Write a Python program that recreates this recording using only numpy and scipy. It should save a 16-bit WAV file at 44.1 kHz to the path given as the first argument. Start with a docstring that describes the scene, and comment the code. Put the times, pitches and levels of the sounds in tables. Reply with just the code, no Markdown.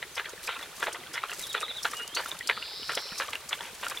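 """A shallow stream, where a dog a few metres away laps about three times a second.
Each lap is a splash of tiny bubbles, often with a bright tick of spray and loud pops of trapped air;
then water dribbles back from the muzzle. The stirred stream trickles faintly under open air.
A distant songbird sings a thin whistle, falling chirps, a rising whistle and a long buzz."""
import sys
import numpy as np
from scipy import signal
from scipy.fft import rfft, irfft, next_fast_len
from scipy.io import wavfile

SR = 44100
rng = np.random.default_rng(int(sys.argv[2]) if len(sys.argv) > 2 else 0)


def unload_wav(signal):
    """Save mono or channel-first audio to the path in sys.argv[1] as 16-bit WAV at rate SR, clipped to [-1, 1]."""
    wavfile.write(
        sys.argv[1],
        SR,
        np.round(np.clip(np.atleast_2d(signal).T, -1, 1) * 32767).astype(np.int16),
    )


N = 176400

# air pockets popping: start_s, ring_peak_db, pitch_hz, ring_cycles
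POCKET_POPS = [(0.0265, -23, 1940, 13), (.181, -29, 1350, 9.6), (0.1962, -21.5, 1760, 9.6),
               (0.334, -33.5, 447, 6.2), (0.4777, -23, 2420, 19), (0.4901, -18, 1310, 2.5),
               (.628, -31.5, 3480, 72), (0.8273, -15, 1530, 5.1), (.869, -17.5, 1350, 4.8),
               (0.8816, -22.5, 685, 4.4), (1.177, -21.5, 2080, 33), (1.2365, -18, 1247, 18.4),
               (1.316, -26.5, 2720, 38), (1.549, -17.5, 1380, 7), (1.6291, -22, 1232, 53),
               (1.8524, -15.5, 1414, 11), (1.9341, -27, 1225, 47), (2.17, -17.5, 1790, 2.4),
               (2.1982, -27, 1560, 2.2), (2.2587, -25.5, 1330, 17), (2.315, -23.5, 3610, 46),
               (2.4083, -27, 1924, 44), (2.4968, -11, 2135, 13.6), (2.511, -21.5, 1850, 10),
               (2.575, -25.5, 1267, 32), (2.6253, -26, 2790, 35), (2.83, -30.5, 3000, 32),
               (2.8928, -23, 1330, 31), (2.9709, -28, 567, 13), (3.121, -37, 193, 5.3),
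               (3.287, -28.5, 1190, 31), (3.3317, -22, 2830, 5.7), (3.3543, -22.5, 2730, 23),
               (3.5286, -17.5, 3380, 23), (3.8318, -23, 1140, 4.6), (3.8656, -20.5, 1385, 13.5),
               (3.917, -28, 1150, 29), (3.972, -24, 3510, 57)]
# flicks of spray: start_s, level_db, decay_s, ring_hz
SPRAY_TICKS = [(.148, -38, 0.015, 5200), (0.291, -37.5, 0.0058, 6570), (0.468, -32, 0.0038, 5230),
               (0.9253, -33.5, 0.0056, 9200), (1.131, -35, 0.013, 5330), (1.331, -33.5, 0.003, 7600),
               (1.528, -33, 0.0053, 7050), (1.6, -35, 0.011, 9100), (1.8252, -33, 0.013, 5600),
               (1.9677, -34, 0.0026, 7750), (2.076, -31, 0.002, 6540), (2.146, -27, 0.0068, 6400),
               (2.389, -31, 0.0013, 5040), (2.472, -26, 0.0044, 4900), (2.919, -34, 0.0015, 7000),
               (2.9488, -26.5, 0.0047, 5240), (3.1759, -31.5, 0.014, 5800), (3.4888, -31.5, 0.0056, 7220),
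               (3.8822, -27, 0.0016, 9250)]
# the tongue slaps the water: start_s, relative_level_db, hold_s, low_body_db
TONGUE_LAPS = [(0.164, -31.5, 0.026, -2), (0.479, -36.5, 0.053, -15), (0.803, -39, 0.038, -4),
               (0.867, -35, 0.027, 8), (1.139, -34, 0.036, -7), (1.541, -32, 0.033, -1.5),
               (1.845, -29, 0.014, 0), (2.163, -32.5, 0.039, 6.5), (2.487, -31, 0.014, 0.5),
               (2.893, -30, 0.023, -1), (2.967, -25.5, 0.0049, 0), (3.197, -27, 0.023, -1.5),
               (3.509, -32.5, 0.021, -3.5), (3.829, -36.5, 0.028, -5)]
# water falls back from the muzzle: start_s, relative_level_db, hold_s
MUZZLE_DRIBBLES = [(0.249, -35, 0.0056), (.553, -38.5, 0.018), (0.591, -44, 0.059), (.942, -35, 0.0081),
                   (1.246, -40, 0.005), (1.291, -39.5, 0.036), (1.604, -39, 0.029), (1.697, -37.5, 0.0035),
                   (1.926, -38.5, 0.019), (1.987, -37.5, 0.016), (2.26, -44.5, 0.067),
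                   (2.566, -42.5, 0.0062), (3.116, -42, 0.014), (3.274, -42.5, 0.0084), (3.59, -42, 0.091),
                   (3.907, -38, 0.014)]
# soft swells of fizzing droplets: centre_s, relative_level_db, half_length_s
FIZZ_SWELLS = [(0.445, -47.5, .018), (0.602, -51.5, 0.07), (0.82, -46, 0.044), (1.414, -45, 0.085),
               (1.91, -47, 0.096), (2.256, -47.5, 0.058), (2.944, -47.5, 0.05), (3.253, -50, 0.093),
               (3.593, -51.5, 0.075), (3.882, -49, 0.11)]
# the bird's falling chirps: fall_start_s, relative_level_db
BIRD_CHIRPS = [(1.42, -41), (1.486, -38), (1.552, -39), (1.619, -37), (1.686, -36.5), (1.761, -36)]
# the bird's held notes: time_s, centre_pitch_hz, relative_level_db
THIN_WHISTLE_CURVE = [(.11, 6500, -65), (0.14, 6250, -58), (.21, 5750, -65)]
RISING_WHISTLE_CURVE = [(1.935, 2710, -62), (1.97, 2903, -45), (2.01, 2815, -43), (2.04, 2924, -43),
                        (2.065, 3050, -60), (2.135, 3220, -50.5), (2.158, 4310, -38), (2.19, 4690, -40.5)]
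BUZZ_CURVE = [(2.43, 3830, -53.5), (2.57, 4035, -48), (2.73, 4386, -45.5), (3.0, 4764, -45.5),
              (3.16, 4710, -48), (3.2, 4550, -45)]
# tone colour of each layer: frequency_hz, gain_db
AIR_EQ = [(20, -12.5), (60, -1), (240, -10.5), (450, -2), (1400, -0.5), (3800, -2), (5600, -7), (10400, -9),
          (15500, -16.5)]
GURGLE_EQ = [(200, 2.5), (420, 5), (1500, -34)]
SPLASH_EQ = [(150, -27), (280, -14), (430, -2.5), (800, -4.5), (1300, 1), (3200, -3.5), (3900, -7),
             (5000, -22.5), (15000, -34.5)]
SPRAY_EQ = [(2500, -24), (4500, 4), (10500, -3), (15000, -15)]
FIZZ_EQ = [(3000, 6.5), (5000, 4), (10000, 0), (15500, -7.5)]
# stereo width of the air, and of the dog and bird: frequency_hz, side_gain_db
AIR_SIDE_EQ = [(40, -1), (1400, -12), (3000, -6), (7000, -1.5), (12000, 3)]
SOURCE_SIDE_EQ = [(150, -14), (1300, -34), (2500, -25), (4000, -13.5), (12000, 0)]

AIR_DB, GURGLE_DB, TRICKLE_DB, SETTLE_S = -49, -59, -45, 0.35
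POP_ATTACK_S, POP_RISE_PER_S = 0.0011, 1.3   # rise as a share of the pitch
SQUEEZE_LEAD_S, SQUEEZE_DB = 0.006, -10
SPLAT_DECAY_S, SPLAT_LOSS_DB_PER_S = 0.0029, 459   # the longer the ring, the cleaner the pop
TICK_ATTACK_S, TICK_RING_DB = 0.0056, 7
SPLASH_ATTACK_S, SPLASH_RELEASE_S, WASH_DB = 0.0006, 0.011, -9
FIZZ_FLICKER_DB, MIST_DB = 3.5, -6
SLUR_S, SLUR_RISE_HZ, SLUR_DB = 0.032, 416, -13
CHIRP_S, CHIRP_TOP_HZ, CHIRP_FALL_HZ, CHIRP_FLUTTER_DB = 0.046, 3940, 793, 2.5
BUZZ_SWEEPS_PER_S, BUZZ_SWING_HZ, BUZZ_THROB = 190, 915, 0.58
BANK_ECHO_DB, WOODS_ECHO_DB = -7.5, -5
CUTOFF_HZ = 15900


def from_db(db):
    """Decibels to gain."""
    return 10 ** (np.asarray(db) / 20)


def unit_rms(x):
    """Scale to unit rms."""
    return x / np.sqrt(np.mean(x ** 2) + 1e-20)


def seconds(length):
    """A time axis."""
    return np.arange(int(length * SR)) / SR


def add(out, start_s, x):
    """Mix a sound in at its cue."""
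    i = max(int(start_s * SR), 0)
    out[..., i:i + x.shape[-1]] += x[..., :max(N - i, 0)]


def wobble(span_s):
    """Smooth random motion of unit spread."""
    window = np.hanning(int(span_s * SR) + 3)
    return unit_rms(signal.fftconvolve(rng.standard_normal(N), window, "same"))


def eq(x, curve):
    """Minimum-phase EQ along a curve of frequency_hz, gain_db."""
    n = x.shape[-1]
    size = 2 * next_fast_len(n // 2 + 1024)
    hz, db = np.transpose(curve)
    bins_hz = np.fft.rfftfreq(size, 1 / SR)
    gain = from_db(np.interp(np.log(bins_hz + 1e-9), np.log(hz), db))
    cepstrum = irfft(np.log(gain))
    cepstrum[1:size // 2] *= 2
    cepstrum[size // 2 + 1:] = 0
    return irfft(rfft(x, size) * np.exp(rfft(cepstrum)))[..., :n]


def stereo(mid, side, side_eq):
    """Left and right from a mid and an equalised side."""
    side = eq(side, side_eq)
    return np.array([mid + side, mid - side])


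def clicks(size, per_s, spread_db):
    """Random impulses, mostly small."""
    hits = (rng.random(size) < per_s / SR) * rng.choice([-1, 1], size)
    return hits * from_db(spread_db * np.minimum(rng.exponential(1, size), 4))


def echoes(x, decay_s, per_s):
    """A dying tail of scattered reflections."""
    t = seconds(.5)
    tail = clicks(len(t), per_s, 0.52) * np.exp(-t / decay_s) * (t > .002)
    return signal.fftconvolve(x, tail / np.sqrt(np.sum(tail ** 2) + 1e-20))[:N]


def bubbles(size, per_s, spread_db, cycles, low_hz=330, high_hz=4300, count=24):
    """Each impulse rings a bubble of random pitch, which dies by 60 dB over its cycles."""
    hits = clicks(size, per_s, spread_db)
    chosen = rng.integers(0, count, size)
    pitches = np.geomspace(low_hz, high_hz, count) * rng.uniform(.95, 1.05, count)
    out = 0
    for k, hz in enumerate(pitches):
        radius, angle = from_db(-60 * hz / (cycles * SR)), 2 * np.pi * hz / SR
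        poles = [1, -2 * radius * np.cos(angle), radius * radius]
        out = out + angle * signal.lfilter([1, 0, -1], poles, hits * (chosen == k) + 1e-18)
    return unit_rms(out)


def glide(curve):
    """A note's pitch and level at every sample."""
    times, *columns = np.transpose(curve)
    return [np.interp(times[0] + seconds(times[-1] - times[0]), times, c) for c in columns]


def bird_tone(hz):
    """A sine of unit rms; fast pitch flutter gives it a slight rasp."""
    rasp = 1 + 0.011 * wobble(0.0023)[:len(hz)]
    return np.sqrt(2) * np.sin(2 * np.pi * np.cumsum(hz * rasp) / SR)


def open_air():
    """A steady, wide bed of soft noise."""
    mid, side = unit_rms(eq(rng.standard_normal((2, N)), AIR_EQ))
    return from_db(AIR_DB) * stereo(mid, side, AIR_SIDE_EQ)


def stream():
    """Low bubbles gurgle throughout; each lap stirs up a trickle that settles again."""
    t = np.arange(N) / SR
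    stirred = np.max([(t > s) * np.exp(-abs(t - s) / SETTLE_S) for s, *_ in TONGUE_LAPS], axis=0)
    trickle = eq(bubbles(N, per_s=700, spread_db=4, cycles=40), SPLASH_EQ)
    gurgle = eq(bubbles(N, per_s=65, spread_db=0.5, cycles=14, low_hz=59.2, high_hz=629), GURGLE_EQ)
    return from_db(TRICKLE_DB) * stirred * unit_rms(trickle) + from_db(GURGLE_DB) * unit_rms(gurgle)


def pops():
    """Water squeezes shut, then an air pocket rings briefly, rising in pitch, with a wet splat."""
    out, t = np.zeros(N), seconds(.06)
    attack = 1 - np.exp(-(t / POP_ATTACK_S) ** 2)
    for start_s, db, hz, cycles in POCKET_POPS:
        phase = 2 * np.pi * hz * (t + POP_RISE_PER_S * t * t / 2)
        ring = np.sin(phase) * attack * from_db(-60 * t * hz / cycles)
        water = eq(rng.standard_normal((2, len(t))) * attack * np.exp(-t / SPLAT_DECAY_S), SPLASH_EQ)
        low_cut = signal.butter(2, 0.16 * hz, "high", fs=SR, output="sos")   # small pockets, less body
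        splat, squeeze = signal.sosfilt(low_cut, water)
        wetness = from_db(-SPLAT_LOSS_DB_PER_S * cycles / hz)
        add(out, start_s, from_db(db) * (ring / abs(ring).max() + wetness * splat / abs(splat).max()))
        add(out, start_s - SQUEEZE_LEAD_S, from_db(db + SQUEEZE_DB) * squeeze / abs(squeeze).max())
    return out


def whistle(curve):
    """One gliding bird note."""
    hz, db = glide(curve)
    return from_db(db) * bird_tone(hz)


def spray():
    """Flicked droplets: bright, grainy ticks of noise, each with its own resonance."""
    out, t = np.zeros((2, N)), seconds(.1)
    grain = from_db(3.5 * wobble(.002))
    for start_s, db, decay_s, hz in SPRAY_TICKS:
        decay = np.exp(-t / decay_s)
        drops = rng.standard_normal((2, len(t))) * (1 - np.exp(-t / TICK_ATTACK_S)) * decay
        drops *= grain.take(int(start_s * SR) + np.arange(len(t)), mode="wrap")
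        resonance = [(hz / 1.15, 0), (hz, TICK_RING_DB), (hz * 1.15, 0)]
        drops = eq(eq(drops, SPRAY_EQ), resonance)
        add(out, start_s, from_db(db) * np.sqrt(np.mean(decay ** 2)) * unit_rms(drops))
    return stereo(*out, SOURCE_SIDE_EQ)


def splashes(cues, per_s, spread_db, cycles):
    """Lumpy bursts of bubbles over a faint wash of droplets: quick attack, hold, release."""
    out, t = np.zeros(N), seconds(.16)
    lumps = from_db(4 * wobble(.005))
    for start_s, db, hold_s, body_db in cues:
        water = bubbles(len(t), per_s, spread_db, cycles)
        water += from_db(WASH_DB) * rng.standard_normal(len(t))
        water *= lumps.take(int(start_s * SR) + np.arange(len(t)), mode="wrap")
        attack = np.minimum(t / SPLASH_ATTACK_S, 1)
        envelope = attack * np.exp(-np.maximum(t - hold_s, 0) / SPLASH_RELEASE_S)
        low_shelf = [(500, body_db), (1200, 0)]
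        water = eq(eq(water * envelope, SPLASH_EQ), low_shelf)
        add(out, start_s, from_db(db) * np.sqrt(np.mean(envelope ** 2)) * unit_rms(water))
    return out


def laps():
    """The tongue slaps up a dense burst of bubbles; a deeper scoop has more body."""
    return from_db(-2) * splashes(TONGUE_LAPS, per_s=2600, spread_db=2.5, cycles=21.6)


def dribbles():
    """Water falls from the muzzle in sparser, longer-ringing bubbles."""
    cues = [(*row, 0) for row in MUZZLE_DRIBBLES]   # flat low shelf
    return from_db(-1.5) * splashes(cues, per_s=700, spread_db=3.5, cycles=53)


def fizz():
    """Swells of tiny, high-pitched droplets, clumping over a fine mist."""
    swell = sum(from_db(db) * np.exp(-((np.arange(N) / SR - centre_s) / half_s) ** 2 / 2)
                for centre_s, db, half_s in FIZZ_SWELLS)
    drops = np.array([bubbles(N, per_s=1600, spread_db=3, cycles=11, low_hz=4320, high_hz=14800)
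                      for _ in range(2)])
    drops += from_db(MIST_DB) * rng.standard_normal((2, N))
    drops *= from_db(FIZZ_FLICKER_DB * wobble(.02))
    mid, side = from_db(3) * swell * unit_rms(eq(drops, FIZZ_EQ))
    return stereo(mid, side, SOURCE_SIDE_EQ)


def chirp():
    """A soft slur up to the top pitch, then a loud fall; pitch and strength waver."""
    up, down = seconds(SLUR_S) / SLUR_S, seconds(CHIRP_S) / CHIRP_S
    hz = CHIRP_TOP_HZ - np.r_[SLUR_RISE_HZ * (1 - up) ** 2, CHIRP_FALL_HZ * down ** 1.4]
    soft = from_db(SLUR_DB) * np.r_[np.sqrt(up), 1 - down]
    loud = np.r_[np.zeros(len(up)), np.sin(np.pi * down) * (1 - down / 2)]
    bend, flutter = wobble(.01)[:2 * len(hz)].reshape(2, -1)
    envelope = np.maximum(soft, loud) * from_db(CHIRP_FLUTTER_DB * flutter)
    return envelope * bird_tone(hz * (1 + .02 * bend))


def buzz():
    """A throbbing whistle swept fast and unevenly down and up, wider as it climbs."""
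    hz, db = glide(BUZZ_CURVE)
    jitter = 1 + 0.0855 * wobble(0.00855)[:len(hz)]
    sweep = 2 * np.pi * np.cumsum(BUZZ_SWEEPS_PER_S * jitter) / SR
    swing_hz = BUZZ_SWING_HZ * (hz / hz.max()) ** 1.1
    throb = 1 + BUZZ_THROB * np.sin(sweep)
    return from_db(db) * throb * bird_tone(hz + swing_hz * np.cos(sweep))


def songbird():
    """The whole song, blurred by echoes from the trees."""
    song = np.zeros(N)
    for fall_s, db in BIRD_CHIRPS:
        add(song, fall_s - SLUR_S, from_db(db) * chirp())
    for curve in (THIN_WHISTLE_CURVE, RISING_WHISTLE_CURVE):
        add(song, curve[0][0], whistle(curve))
    add(song, BUZZ_CURVE[0][0], buzz())
    mid, side = [from_db(WOODS_ECHO_DB) * echoes(song, decay_s=.03, per_s=2000) for _ in range(2)]
    return from_db(2.5) * stereo(song + mid, song * .5 + side * 2.1, SOURCE_SIDE_EQ)


def stream_banks(water):
    """Short echoes from the banks give the water its space and width."""
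    mid = water + from_db(BANK_ECHO_DB) * echoes(water, decay_s=0.0099, per_s=1500)
    side = echoes(water, decay_s=0.0031, per_s=3700)
    return stereo(mid, side, SOURCE_SIDE_EQ)


def scene():
    """The dog drinks up front; stream, air and bird sit behind."""
    dog = stream_banks(laps() + dribbles() + pops()) + spray() + fizz()
    return dog + stream() + open_air() + songbird()


def record(dry):
    """A steep high cut takes off the very top."""
    return signal.sosfilt(signal.ellip(10, .2, 80, CUTOFF_HZ, fs=SR, output="sos"), dry)


dry = scene()
out = record(dry)
unload_wav(out)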